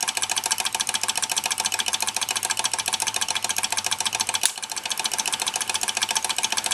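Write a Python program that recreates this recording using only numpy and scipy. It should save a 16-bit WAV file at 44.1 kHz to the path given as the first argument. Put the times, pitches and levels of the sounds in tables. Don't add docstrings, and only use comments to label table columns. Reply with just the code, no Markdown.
import sys
import numpy as np
from scipy import signal
from scipy.fft import rfft, irfft
from scipy.io import wavfile
from scipy.ndimage import uniform_filter1d

SR = 44100
rng = np.random.default_rng(int(sys.argv[2]) if len(sys.argv) > 2 else 0)


def file_out(sig):
    cols = np.atleast_2d(sig).T
    lim = np.clip(cols, -1, 1)
    pcm = np.round(lim * 32767).astype(np.int16)
    wavfile.write(sys.argv[1], SR, pcm)


def linear_from_db(decibels):
    return 10 ** (np.asarray(decibels, float) / 20)


N = 296786

# blow in dB, its scatter in dB, brightness in dB, its scatter in dB.
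BEAM_PIN = (-25.5, 0.5, 4, 3.5)
PISTON_DOWN = (-19, 0.1, 1.62, 1.5)
ROD_PIN = (-22, 0, 0.5, 1.2)
PISTON_UP = (-18.5, 1, -3, 1.5)
# pitch in Hz, level in dB, time to fade by 60 dB in seconds.
BEAM_MODES = [(757, 3.5, 0.045), (1310, -26, 0.12), (1750, -50.5, 0.12), (2590, 4, 0.02),
              (2980, 4.5, 0.056), (4100, -3, 0.031), (4600, -17, 0.054), (5430, -2, 0.051),
              (6520, 9, 0.018), (7150, -17.5, 0.033), (7250, -20, 0.027), (8200, 3.5, 0.022),
              (9160, -6.5, 0.015), (9360, 5, 0.013), (10530, 0.5, 0.022), (10100, -33, 0.052),
              (10820, -13, 0.084), (11500, 2, 0.035), (13000, -7, 0.037), (14000, -5, 0.014),
              (13100, -15, 0.019), (14976, -38, 0.016)]
DOWN_MODES = [(671, -14.5, 0.62), (1064, -13.5, 0.6), (1778, -11.5, 0.1), (2530, 8, 0.028),
              (2910, 5, 0.051), (3220, 4.5, 0.014), (3620, 1.5, 0.044), (4160, 6.5, 0.016),
              (4695, -1.5, 0.024), (5660, 11.5, 0.0092), (5986, 7, 0.0083), (6460, 0.5, 0.035),
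              (7350, 1, 0.018), (7650, 5, 0.022), (7700, -2, 0.012), (8300, 0, 0.044), (8850, -2.5, 0.018),
              (9840, -6, 0.043), (9900, 4, 0.041), (10540, 2.5, 0.032), (12000, -21, 0.015),
              (11200, -9, 0.025)]
ROD_MODES = [(1056, 4.5, 0.04), (1635, -2, 0.056), (2377, 0.5, 0.024), (3190, -13.5, 0.18),
             (3945, -8, 0.044), (4600, -21, 0.11), (5050, -33.5, 0.21), (5490, 0.5, 0.0024),
             (6360, 1.5, 0.022), (6500, -26, 0.077), (7360, -17, 0.027), (7400, -1, 0.089),
             (7400, -1, 0.027), (8365, -25, 0.04), (8786, 5, 0.013), (9410, -20, 0.03), (9580, 9.5, 0.0061),
             (10400, -17, 0.12), (10600, -10, 0.016), (11420, -9.5, 0.013), (14168, -44, 0.12),
             (14804, -58, 0.12)]
UP_MODES = [(970, -36, 0.05), (1217, -17, 0.066), (1610, -29, 0.049), (2070, -37, 0.21),
            (2369, -9.5, 0.073), (2996, -6, 0.076), (3275, 6, 0.017), (4010, 6.5, 0.0083), (4460, 2, 0.027),
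            (5560, 8.5, 0.011), (6306, 9.5, 0.012), (7100, -20, 0.036), (7710, 9.5, 0.01), (8100, 4, 0.014),
            (9000, -10, 0.074), (9400, -47, 0.031), (9900, -4, 0.012), (11000, -34, 0.017),
            (12600, -24, 0.09), (12736, -35, 0.046), (14351, -48, 0.12), (14761, -51, 0.037)]
# delay in seconds, level in dB, its scatter in dB.
DOWN_LEAD = (-0.0024, -23, 1.3)
ROD_LEAD = (-.010, -20, 3)
ROD_BOUNCE = (.007, -5, 0.7)
# pitch in Hz, down stroke in dB, up stroke in dB, 60 dB fade in seconds.
BASE_MODES = [(217, -28, -24, 0.14), (373.8, -24.5, -33, 0.17), (510.6, -23, -36.5, 0.15),
              (702, -11.5, -35.5, 0.08), (762, -12, -14.5, 0.12), (883, -5.5, -6.5, 0.11),
              (894, -2, -5.5, 0.047), (949, -15.5, -22.5, 0.14), (1617, -16, -15, 0.048),
              (2604, -27, -6.5, 0.042), (12290, -40, -31, 0.16), (14400, -42, -45, 0.12)]
# time in seconds, speed in turns per second.
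CRANK_SPEED = [(0, 6.851), (.5, 7.071), (.55, 6.854), (1.05, 7.006), (1.06, 7.095), (2.51, 7.039),
               (2.66, 6.889), (3.05, 7.17), (3.07, 6.935), (3.49, 7.201), (4.52, 6.922), (4.58, 7.195),
               (5.25, 7.112), (5.5, 7.06), (5.65, 7.337), (6.42, 7.19), (6.73, 7.278)]
KNOCK_ANGLES = [.0437, .1733, .5323, .5989]
GRAZED_TURNS = [1, 5, 7, 15, 19, 24, 26, 28, 30, 31, 34, 40, 42, 44, 45, 46]
SLAMMED_TURNS = [2, 12, 16, 17, 21, 23, 37]
# pitch in Hz, width in Hz, level in dB.
SPARK_MODES = [(1900, 330, 4), (3550, 470, 8), (6580, 350, 4), (7700, 170, -16), (7400, 150, -7),
               (9500, 370, 8), (10800, 160, -5), (11600, 470, -25), (13100, 340, -21), (14900, 780, -27)]
# frequency in Hz, level in dB per Hz.
HISS_COLOUR = [(18, -55), (30, -16), (211, -2), (590, -3.5), (877, 4.5), (1370, 1.5), (1610, -8),
               (1930, 3.5), (2450, 0.5), (5700, -7.5), (9910, -10.5), (14700, -77), (16400, -58)]
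JET_COLOUR = [(200, -24), (600, -18), (2000, -11), (5000, -8), (7700, -2), (10000, -6), (13000, -17),
              (16400, -38)]
ROAR_COLOUR = [(30, 0), (120, 5), (400, 10.5), (1200, 12.5), (3000, 7), (8000, -16), (13500, -15),
               (16400, -25)]
# time in seconds, level in dB.
HUM_LEVEL = [
    (0, -64),
    (.2, -55.5),
    (1.55, -58),
    (2.5, -54),
    (4.4, -52.5),
    (4.48, -66),
    (6.04, -55),
    (6.35, -64),
    (6.73, -53),
]
# frequency in Hz, 60 dB fade in seconds.
ROOM_FADE = [(300, 0.9), (1500, 0.2), (5000, 0.12), (12000, 0.44)]
# frequency in Hz, gain in dB.
MICROPHONE = [(20, -7), (70, 0), (1150, -1.5), (1400, -1.5), (1650, 5), (1930, -8), (2300, 0.5),
              (4300, 0.5), (4900, 1), (5500, 0.5), (11500, 0), (13000, -1), (15200, -5), (16400, -40)]

SPARK_S = 4.4552


def evened(x):
    return x / np.sqrt(np.mean(x ** 2) + 1e-20)


def read(points, hz):
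    f, value = np.transpose(points)
    return np.interp(np.log(hz + 1), np.log(f + 1), value)


def level(rows):
    s, db = np.transpose(rows)
    return linear_from_db(np.interp(np.arange(N) / SR, s, db, left=-120))


def add(mix, s, sound):
    part = mix[max(round(s * SR), 0):][:len(sound)]
    part += sound[:len(part)]


def noise(spectrum, patchy_db):
    frames, hz = N // 128 + 5, np.fft.rfftfreq(512, 1 / SR)
    a, b, patches = rng.standard_normal((frames, 257, 3)).T
    patches = uniform_filter1d(patches, 6, 0)
    patches = evened(uniform_filter1d(patches, 12, 1))
    z = (a + 1j * b) * linear_from_db(read(spectrum, hz)[:, None] + patchy_db * patches)
    return evened(signal.istft(z, nperseg=512, noverlap=384)[1][:N])


def hum():
    hum_hz, width_hz = 101, 10
    turn = np.exp(2j * np.pi * hum_hz * np.arange(N) / SR)
    r = np.exp(-np.pi * width_hz / SR)
    slow = signal.lfilter([1], [1, -r], rng.standard_normal(N) + 1j * rng.standard_normal(N))
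    steadied = slow / (abs(slow) + .5 * abs(slow).mean())
    return level(HUM_LEVEL) * evened((turn * steadied).real)


def room(x):
    hz, t, z = signal.stft(rng.standard_normal(SR // 2), SR, nperseg=128)
    tail = signal.istft(z * linear_from_db(-60 * t / read(ROOM_FADE, hz)[:, None]), SR, nperseg=128)[1]
    tail = tail * np.clip(np.arange(len(tail)) / SR / 0.0013, 0, 1)
    room_db = -14
    return linear_from_db(room_db) * signal.fftconvolve(x, tail / np.linalg.norm(tail))[:N]


def flame():
    flare_db, jet_db, roar_db = -16, -48, -40.5
    since = np.arange(N) / SR - SPARK_S - .002
    fall_db = flare_db - 130 * since - 700 * since ** 2
    jet = (since > 0) * linear_from_db(np.clip(fall_db, jet_db, flare_db))
    lit = level([(4.46, roar_db), (5.3, roar_db + 0.5), (6.2, roar_db - 7), (6.73, roar_db)])
    return jet * noise(JET_COLOUR, patchy_db=0.7) + lit * noise(ROAR_COLOUR, patchy_db=-1.0)


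def spark():
    spark_db = -4.5
    t, out = np.arange(2500) / SR, np.zeros(N)
    snap = np.zeros(len(t))
    for k, (hz, width_hz, db) in enumerate(SPARK_MODES):
        fade = np.exp(-np.pi * width_hz * t)
        snap += (-1) ** k * linear_from_db(db) * fade * np.sin(2 * np.pi * hz * t)
    crackle = rng.standard_normal(70) * np.exp(-t[:70] / .0007)
    snap = signal.fftconvolve(snap, crackle)
    snap = linear_from_db(spark_db) * snap / np.sqrt(np.mean(snap[:80] ** 2))
    for delay_s, db in ((0, 0), (.0034, -8), (.007, -15)):
        add(out, SPARK_S + delay_s, linear_from_db(db) * snap)
    return out


def rattle(rows):
    rattle_db, fade_s = -11, 0.16
    power, t = np.zeros(N), np.arange(12000) / SR
    for s, blow_db, _ in rows:
        fade = linear_from_db(2 * (blow_db + rattle_db - 60 * t / fade_s))
        add(power, s, fade * (1 - np.exp(-t / 0.0051)))
    return np.sqrt(power) * noise(HISS_COLOUR, patchy_db=0.5)


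def base(down, up):
    t, out = np.arange(7000) / SR, np.zeros(N)
    hz, down_db, up_db, t60 = np.transpose(BASE_MODES)[:, :, None]
    sense = (-1.) ** np.arange(len(BASE_MODES))[:, None]
    for rows, db, swell_s in ((down, down_db, .002), (up, up_db, .006)):
        swell = 1 - np.exp(-t / swell_s)
        chance = rng.standard_normal((len(rows), 2, len(BASE_MODES), 1))
        for (s, blow_db, _), z in zip(rows, chance):
            size = sense * linear_from_db(blow_db + 4.5 + db + z[0] - 60 * t / t60)
            waves = size * np.sin(2 * np.pi * hz * t + 0.33 * z[1])
            add(out, s, swell * waves.sum(0))
    return out


def crank():
    play_s = .0003
    graze_db, graze_dull_db, slam_db = -7, -0.5, 3
    t = np.arange(N) / SR
    turns = np.cumsum(np.interp(t, *np.transpose(CRANK_SPEED))) / SR
    turn = np.arange(int(turns[-1] - max(KNOCK_ANGLES)) + 1)
    joints = (BEAM_PIN, PISTON_DOWN, ROD_PIN, PISTON_UP)
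    chance = rng.standard_normal((len(turn), len(joints), 3)).T
    out = []
    for k, (blow_db, blow_spread_db, bright_db, bright_spread_db) in enumerate(joints):
        grazed = np.isin(turn, GRAZED_TURNS) * (k == 0)
        slammed = np.isin(turn, SLAMMED_TURNS) * (k == 0)
        s = np.interp(turn + KNOCK_ANGLES[k], turns, t) + play_s * chance[0, k]
        blow = blow_db + blow_spread_db * chance[1, k] + graze_db * grazed + slam_db * slammed
        bright = bright_db + bright_spread_db * chance[2, k] + graze_dull_db * grazed
        out.append(np.transpose([s, blow, bright]))
    return out


def knocks(rows, modes, rise_s, chatter_s, crack_db, crack_s, extras=()):
    hz, db, t60 = np.transpose(modes)[:, :, None]
    t, out = np.arange(2200) / SR, np.zeros(N)
    treble = np.clip(np.log2(hz / 5000), -.5, .5)
    t60 = np.minimum(t60, .025 * (7500 / hz) ** 2)
    sense = (-1.) ** np.arange(len(modes))[:, None]
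    short = t[:700]
    rise = 1 - np.exp(-short / rise_s)
    habit, habit_grit = rng.standard_normal((2, 700))
    chatter = rise * np.exp(-short / chatter_s)
    push = chatter * habit ** 3 * np.exp(-2j * np.pi * hz * short)
    reach = abs(push.sum(1, keepdims=True))
    chance = rng.standard_normal((len(rows), 3, len(modes), 1))
    grits = rng.standard_normal((len(rows), 2, 700))
    for (s, blow_db, bright_db), z, grit in zip(rows, chance, grits):
        size = linear_from_db(db + 2.12 * z[0] + 2 * bright_db * treble - 60 * t / t60)
        waves = sense * size * np.sin(2 * np.pi * hz * (1 + 0.0042 * z[1]) * t)
        ringing = (waves / (reach + 0.45 * reach.mean())).sum(0)
        tone = signal.fftconvolve(ringing, chatter * (habit ** 3 + 0.19 * grit[0] ** 3))
        blurred = (waves * (hz > 2200)).sum(0) * (1 - np.exp(-t / 0.000067)) * np.exp(-t / 0.00055)
        scrape = rise * np.exp(-short / crack_s) * (0.5 * habit_grit + grit[1])
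        crack = signal.fftconvolve(blurred, scrape)
        blow = tone / np.linalg.norm(tone[:330]) + linear_from_db(crack_db) * crack / np.linalg.norm(crack[:330])
        blow /= np.sqrt(np.mean(blow[:330] ** 2))
        add(out, s, linear_from_db(blow_db) * blow)
        for k, (delay_s, extra_db, spread_db) in enumerate(extras):
            add(out, s + delay_s, linear_from_db(blow_db + extra_db + spread_db * z[2, k]) * blow)
    return out


def scene():
    beam, down, rod, up = crank()
    engine = knocks(beam, BEAM_MODES, rise_s=.0001, chatter_s=.0006, crack_db=-8, crack_s=.002)
    engine += knocks(down, DOWN_MODES, rise_s=.0007, chatter_s=.0014, crack_db=-1.5, crack_s=.004,
                     extras=[DOWN_LEAD])
    engine += knocks(rod, ROD_MODES, rise_s=.0001, chatter_s=0.00048, crack_db=-2.5, crack_s=0.0064,
                     extras=[ROD_LEAD, ROD_BOUNCE])
    engine += knocks(up, UP_MODES, rise_s=.0015, chatter_s=.0022, crack_db=-2, crack_s=.005)
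    no_bass = signal.butter(3, 850, "highpass", fs=SR, output="sos")
    near = signal.sosfilt(no_bass, engine + spark())
    hiss = linear_from_db(-41.5) * noise(HISS_COLOUR, patchy_db=2.5)
    air = rattle(np.vstack([beam, down, rod, up])) + hiss + hum() + flame()
    return (near + room(near) + base(down, up) + air)[None]


def low_pass(x):
    return signal.sosfilt(signal.butter(12, 16510, fs=SR, output="sos"), x)


def record(dry):
    duck_db, drop_s, recover_s = -13, 0.011, 0.31
    padded = N + 4096
    hz = np.fft.rfftfreq(padded, 1 / SR)
    heard = irfft(rfft(dry, padded) * linear_from_db(read(MICROPHONE, hz)), padded)[:, :N]
    since = np.maximum(np.arange(N) / SR - SPARK_S, 0)
    gain_db = duck_db * (1 - np.exp(-since / drop_s)) * np.exp(-since / recover_s)
    mix = np.clip(heard * linear_from_db(gain_db), -.98, .98)
    return low_pass(mix)


dry = scene()
out = record(dry)
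file_out(out)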